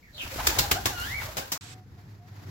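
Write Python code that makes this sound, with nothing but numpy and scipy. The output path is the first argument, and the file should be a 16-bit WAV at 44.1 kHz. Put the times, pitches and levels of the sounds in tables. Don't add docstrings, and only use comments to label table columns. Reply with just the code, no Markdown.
import sys
import numpy as np
from scipy import signal
from scipy.fft import rfft, irfft
from scipy.io import wavfile
from scipy.ndimage import uniform_filter1d

SR = 44100
rng = np.random.default_rng(int(sys.argv[2]) if len(sys.argv) > 2 else 0)


def wrap_up_sound(samples):
    columns = np.atleast_2d(samples).T
    tamed = np.clip(columns, -1, 1)
    steps = np.round(tamed * 32767).astype(np.int16)
    wavfile.write(sys.argv[1], SR, steps)


N = 110250
TIME_S = np.arange(N) / SR
BINS_HZ = np.fft.rfftfreq(N, 1 / SR)


def amp(db):
    return 10 ** (np.asarray(db) / 20)


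def unit_rms(x):
    return x / np.sqrt(np.mean(x ** 2) + 1e-20)


def at_hz(table, hz):
    freq_hz, value = np.transpose(table)
    return np.interp(np.log(hz + 1), np.log(freq_hz + 1), value)


def curve(table, column=1):
    rows = np.array(table)
    return np.interp(TIME_S, rows[:, 0], rows[:, column])


def add(mix, start_s, sound):
    part = mix[..., max(round(start_s * SR), 0):][..., :sound.shape[-1]]
    part += sound[..., :part.shape[-1]]


def colour(x, db_at_hz):
    log_gain = np.log(amp(db_at_hz(abs(np.fft.fftfreq(4096, 1 / SR)))))
    taps = np.fft.ifft(np.exp(np.conj(signal.hilbert(log_gain)))).real[:2048]
    return signal.fftconvolve(x, taps[None], axes=1)[:, :x.shape[1]]


def white_pair(correlation, count=N):
    left, other = rng.standard_normal((2, count))
    return np.array([left, correlation * left + np.sqrt(1 - correlation ** 2) * other])


def noise(tone, correlation):
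    return unit_rms(irfft(rfft(white_pair(correlation)) * amp(at_hz(tone, BINS_HZ)), N))


def wobble(rate_hz, count=N):
    spectrum = rfft(rng.standard_normal(N)) * np.exp(-(BINS_HZ / rate_hz) ** 2)
    return unit_rms(irfft(spectrum, N))[:count]


def steady(x):
    return x / np.sqrt(uniform_filter1d((x ** 2).mean(0), 3000) + 1e-9)


def note(length_s, pitches_hz, jitter):
    progress = np.linspace(0, 1, int(length_s * SR))
    pitch_hz = np.polyval(np.polyfit([0, .5, 1], pitches_hz, 2), progress)
    pitch_hz *= 1 + jitter * wobble(170, len(progress))
    return 2 * np.pi * np.cumsum(pitch_hz) / SR, np.sqrt(2 * abs(np.sin(np.pi * progress)))


def yard_ring(x):
    # freq_hz, t60_s
    decay = [(60, 0.92), (400, 0.46), (1500, 0.26), (5000, 0.29), (15000, 0.22)]
    hz, t, spectra = signal.stft(rng.standard_normal((2, SR * 2 // 3)), SR, nperseg=256)
    tail = signal.istft(spectra * amp(-60 * t / at_hz(decay, hz)[:, None]), SR, nperseg=256)[1]
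    tail *= np.minimum(np.arange(tail.shape[1]) / SR / .007, 1)
    tail /= np.linalg.norm(tail[0])
    return signal.fftconvolve(np.atleast_2d(x), tail, axes=1)[:, :x.shape[-1]]


def yard_air():
    # freq_hz, gain_db
    tone = [(30, 0), (70, 6), (170, 10), (300, 2), (600, -7), (1200, -11), (2000, -11), (3000, -15),
            (5000, -13), (7500, -17), (9000, -28), (11500, -21), (15500, -20)]
    return amp(-59) * noise(tone, correlation=.47)


def chirps():
    # start_s, length_s, first_hz, middle_hz, last_hz, relative_db, width_hz
    calls = [(0.019, 0.05, 2350, 2166, 2030, -53, 140), (0.061, 0.047, 2070, 1850, 1600, -56.5, 150),
             (0.128, 0.095, 4500, 3740, 3260, -43.5, 400), (0.172, 0.08, 3350, 2790, 2460, -33.5, 300),
             (.298, .04, 2350, 2344, 2500, -39.5, 220)]
    out = np.zeros((2, N))
    for start_s, length_s, *pitches_hz, relative_db, width_hz in calls:
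        phase, envelope = note(length_s, pitches_hz, jitter=.058)
        whistle = np.exp(1j * phase) + amp(-20) * np.exp(2j * phase)
        for ear in out:
            rasp = (wobble(width_hz, len(phase)) + 1j * wobble(width_hz, len(phase))) / np.sqrt(2)
            add(ear, start_s, amp(relative_db - 8) * envelope ** 2 * (rasp * whistle).real)
    return out + amp(-1.5) * yard_ring(out)


def buffet():
    # time_s, level_db
    levels = [(0, -67), (.12, -57), (.17, -53), (.215, -62), (.25, -40), (.32, -52.5), (.365, -37),
              (.42, -42), (.49, -33.5), (.55, -43), (.6, -31.5), (.67, -42), (.73, -36), (.81, -44.5),
              (.87, -40), (.94, -45), (1.01, -42), (1.12, -42), (1.27, -42), (1.34, -52.5), (1.38, -47),
              (1.45, -53), (1.58, -54.5)]
    # freq_hz, gain_db
    tone = [(15, -16), (35, -8), (62, 2), (108, 0), (150, -11), (250, -25), (600, -55), (2000, -90)]
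    return steady(noise(tone, correlation=.95)) * amp(curve(levels))


def rustle():
    # time_s, level_db
    levels = [(0, -85), (.13, -64), (.18, -50.5), (.23, -40), (.29, -42.5), (.34, -40.5), (.39, -36.5),
              (.46, -34.5), (.56, -34.5), (.68, -38.5), (.83, -44.5), (.95, -42), (1.02, -37.5),
              (1.12, -40), (1.19, -44.5), (1.25, -38.5), (1.34, -47.5), (1.58, -49)]
    # freq_hz, gain_db
    tone = [(30, -10), (100, -3), (250, 3), (450, -2), (600, -2), (800, 2), (1200, -.5), (1600, 1),
            (2500, -3), (4500, -3), (7500, -6), (11000, -8), (15500, -8)]
    return noise(tone, correlation=.083) * amp(curve(levels) + 1.3 * wobble(50) + 1.5 * wobble(1100))


def clucks():
    # start_s, length_s, first_hz, middle_hz, last_hz, relative_db, octave_db
    calls = [(0.136, 0.09, 584, 585, 552, -55.5, -23), (.315, .035, 476, 537, 600, -43.5, -17),
             (0.383, 0.032, 650, 822, 1056, -33, -12), (0.502, 0.046, 780, 874, 770, -37, -9),
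             (0.616, 0.052, 776, 830, 720, -36, -7), (0.751, 0.0478, 654, 765, 785, -33, -5),
             (.9, .05, 815, 778, 654, -41.5, -2.5), (1.252, 0.057, 557, 615, 707, -45, -10),
             (1.409, 0.057, 787, 778, 760, -50, 4.5)]
    out = np.zeros(N)
    for start_s, length_s, *pitches_hz, relative_db, octave_db in calls:
        phase, envelope = note(length_s, pitches_hz, jitter=.032)
        rasp = unit_rms(amp(2.2 * wobble(160, len(phase))))
        voice = np.sin(phase) + amp(octave_db) * np.sin(2 * phase)
        add(out, start_s, amp(relative_db) * envelope * rasp * voice)
    return amp(-3) * out + amp(-6) * yard_ring(out)


def swishes():
    # peak_s, level_db, sigma_s, centre_hz
    strokes = [(0.266, -41, 0.0059, 820), (.362, -37, 0.0037, 280), (0.404, -34.5, 0.012, 1210),
               (.452, -40.5, 0.015, 750), (0.574, -33, 0.0075, 650), (.645, -48, 0.018, 800),
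               (.70, -40, 0.0056, 600), (1.001, -39, 0.0041, 7500), (1.22, -35.5, 0.0052, 1410),
               (1.25, -48.5, 0.074, 880), (1.387, -44.5, 0.024, 261), (1.537, -49, .010, 291),
               (1.564, -44, 0.015, 1120)]
    half_band_oct = .76
    out = np.zeros((2, N))
    for peak_s, level_db, sigma_s, centre_hz in strokes:
        def band_db(hz):
            return -10 * np.log10(1 + (np.log2((hz + 20) / centre_hz) / half_band_oct) ** 4)
        air = unit_rms(colour(white_pair(.71), band_db))
        out += air * amp(level_db) * np.exp(-.5 * ((TIME_S - peak_s) / sigma_s) ** 2)
    return out


def clap(lead_in_s, crack_db, smack_db, rise_s, hold_s, decay_s, room_db, hollow_hz, hollow_db, tilt):
    # delay_s, relative_db
    walls = [(.003, -7), (.0046, -16), (.0108, -16), (.0142, -13), (.0175, -20)]
    # freq_hz, gain_db
    ring_tone = [(40, -33), (120, -15), (300, 4.5), (1000, 5.5), (16000, 4.5)]
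    # freq_hz, gain_db
    tone = [(40, -12.5), (100, 4.5), (300, 3.5), (800, 1.5), (1600, 1.5), (2500, 1), (5000, 2), (7500, 1.5),
            (11000, -3), (15500, 0)]
    crack_decay_s, left_lead_s, grain_db = .00041, .00036, .9
    count = SR // 2
    t = np.arange(count) / SR - lead_in_s
    snap = (t >= 0) * np.exp(-abs(t) / crack_decay_s)
    crack = unit_rms(snap * rng.standard_normal(count)) * np.sqrt(np.mean(snap ** 2))
    crack *= amp(crack_db + 5.5)
    envelope = np.exp(np.minimum(np.minimum(t / rise_s, (hold_s - t) / decay_s), 0))
    vanes = white_pair(.21, count) * amp(grain_db * wobble(1400, count))
    smack = unit_rms(vanes * envelope) * np.sqrt(np.mean(envelope ** 2))
    out = amp(smack_db + 2) * smack + crack * amp([[0], [-6]])
    out[1] = np.roll(out[1], round(left_lead_s * SR))
    for delay_s, relative_db in walls:
        for ear in out:
            add(ear, delay_s + rng.uniform(0, .00042), amp(relative_db + 3) * crack)
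    ring = yard_ring(smack * .072 / np.sqrt(np.sum(envelope ** 2) / SR))
    out += amp(room_db) * colour(ring, lambda hz: at_hz(ring_tone, hz))

    def tone_db(hz):
        bump_db = hollow_db * np.exp(-(np.log2((hz + 1) / hollow_hz) / .4) ** 2)
        return at_hz(tone, hz) + bump_db + tilt * np.log2((hz + 500) / 2500)
    return colour(out, tone_db)


def wing_claps():
    # start_s, crack_db, smack_db, rise_s, hold_s, decay_s, room_db,
    # hollow_hz, hollow_db, tilt_db_per_oct
    beats = [(0.47, -14, -15.5, 0.0012, 0.0046, 0.0031, -22.5, 3020, 0, 0.2),
             (0.5888, -35, -18.5, 0.0024, 0.0055, 0.0087, -24.5, 4030, 3.5, 0.5),
             (0.7143, -8.5, -16, 0.0018, 0.0043, 0.0053, -23, 900, 1, -1.24),
             (0.8567, -10, -22.5, .0005, 0.0078, 0.0025, -24.5, 1300, 4, -.5),
             (1.3691, -27, -30, 0.00023, 0.018, 0.0067, -30, 600, 7.5, -1.14),
             (1.5195, -24, -29, .0008, 0.0038, 0.02, -37, 5800, 4, 1)]
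    lead_in_s = .008
    out = np.zeros((2, N))
    for start_s, *settings in beats:
        add(out, start_s - lead_in_s, clap(lead_in_s, *settings))
    return out


def squeal():
    # time_s, pitch_hz, relative_db, octave_db
    contour = [(.935, 1500, -50, 1), (.96, 1435, -37.5, -6.5), (.99, 1404, -29, -6.5),
               (1.02, 1420, -37.5, 1), (1.06, 1650, -36.5, -5), (1.11, 1970, -33.5, -12),
               (1.152, 2278, -27.5, -31), (1.18, 2272, -29, -27), (1.21, 1890, -38, -18),
               (1.228, 1780, -42, -18)]
    jitter, flutter_db, fade_s = .007, 1.2, .0071
    phase = 2 * np.pi * np.cumsum(curve(contour) * (1 + jitter * wobble(200))) / SR
    gate = np.clip(np.minimum(TIME_S - contour[0][0], contour[-1][0] - TIME_S) / fade_s, 0, 1)
    first, second, third = [np.sin(k * phase) * amp(flutter_db * wobble(75)) for k in (1, 2, 3)]
    overtones = amp(curve(contour, column=3)) * (second + amp(-8) * third)
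    out = gate * amp(curve(contour, column=2)) * (first + overtones)
    return amp(-5.5) * out + amp(-4.5) * yard_ring(out)


def terrace_air():
    # time_s, rumble_db, air_db
    levels = [(1.6, -50, -59), (1.76, -48.5, -59), (1.85, -51, -61.5), (1.95, -46.5, -61.5),
              (2.02, -51.5, -59.5), (2.08, -45, -57), (2.17, -48, -62), (2.25, -51.5, -57.5),
              (2.33, -45, -54.5), (2.42, -46, -52.5), (2.5, -39.5, -50.5)]
    # freq_hz, gain_db
    rumble_tone = [(20, -51), (55, -25), (80, -13), (101, 0), (120, -11.5), (190, -19.5), (280, -28.5),
                   (450, -33.5), (1200, -79.5)]
    # freq_hz, gain_db
    air_tone = [(40, -8), (170, 8.5), (330, 10.5), (520, -1), (750, 3), (1200, -1.5), (1800, -1),
                (3000, -9.5), (5000, -8), (7500, -14.5), (9000, -22.5), (11500, -15), (15500, -20)]
    rumble = steady(noise(rumble_tone, correlation=.88)) * amp(curve(levels))
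    air = noise(air_tone, correlation=.21) * amp(curve(levels, column=2) + 2.03 * wobble(31.5))
    return rumble + air


def hiss():
    # freq_hz, gain_db
    tone = [(100, 3), (500, -7), (1500, 0), (4000, 0.5), (7000, -3), (8200, 5), (8700, -4), (11000, -12),
            (15500, -20)]
    left_db, right_db, end_s, fade_s = -49, -46, 1.75, .015
    gate = np.clip((end_s - TIME_S) / fade_s, 0, 1)
    return noise(tone, correlation=.2) * amp([[left_db], [right_db]]) * gate


def distant_bird():
    # start_s, length_s, first_hz, middle_hz, last_hz, level_db
    calls = [(1.633, 0.044, 740, 712, 720, -60), (1.694, 0.15, 745, 742, 730, -59.5),
             (1.963, 0.053, 717, 712, 710, -63.5), (2.193, 0.089, 705, 714, 740, -60.5),
             (2.321, 0.029, 720, 730, 708, -63)]
    out = np.zeros(N)
    for start_s, length_s, *pitches_hz, level_db in calls:
        phase, envelope = note(length_s, pitches_hz, jitter=.0073)
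        add(out, start_s, amp(level_db) * envelope * np.sin(phase))
    return out


def scene():
    yard_end_s, terrace_start_s, fade_s = 1.5785, 1.609, .002
    yard = yard_air() + chirps() + buffet() + rustle() + clucks() + swishes() + wing_claps() + squeal()
    terrace = terrace_air() + hiss() + distant_bird()
    yard_gate = np.clip((yard_end_s - TIME_S) / fade_s, 0, 1)
    terrace_gate = np.clip((TIME_S - terrace_start_s) / fade_s, 0, 1)
    return yard_gate * yard + terrace_gate * terrace


def record(dry):
    # freq_hz, side_db
    width = [(20, -6.5), (120, -8.5), (250, -9.5), (600, -0.5), (1100, 2.5), (2000, 1.5), (16000, 0)]
    # freq_hz, gain_db
    response = [(20, 1.5), (7700, 0.5), (8500, -9), (9500, -5), (11000, -0.5), (12500, 1.5), (16000, 0.5)]
    ceiling, cutoff_hz = .6, 15950
    mid = (dry[0] + dry[1]) / 2
    side = irfft(rfft((dry[0] - dry[1]) / 2) * amp(at_hz(width, BINS_HZ)), N)
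    ports = colour(np.array([mid + side, mid - side]), lambda hz: at_hz(response, hz))
    rounded = ceiling * np.tanh(ports / ceiling)
    low_pass = signal.firwin(401, cutoff_hz, window=("kaiser", 8), fs=SR)
    return signal.oaconvolve(rounded, low_pass[None], "same", axes=1)


dry = scene()
out = record(dry)
wrap_up_sound(out)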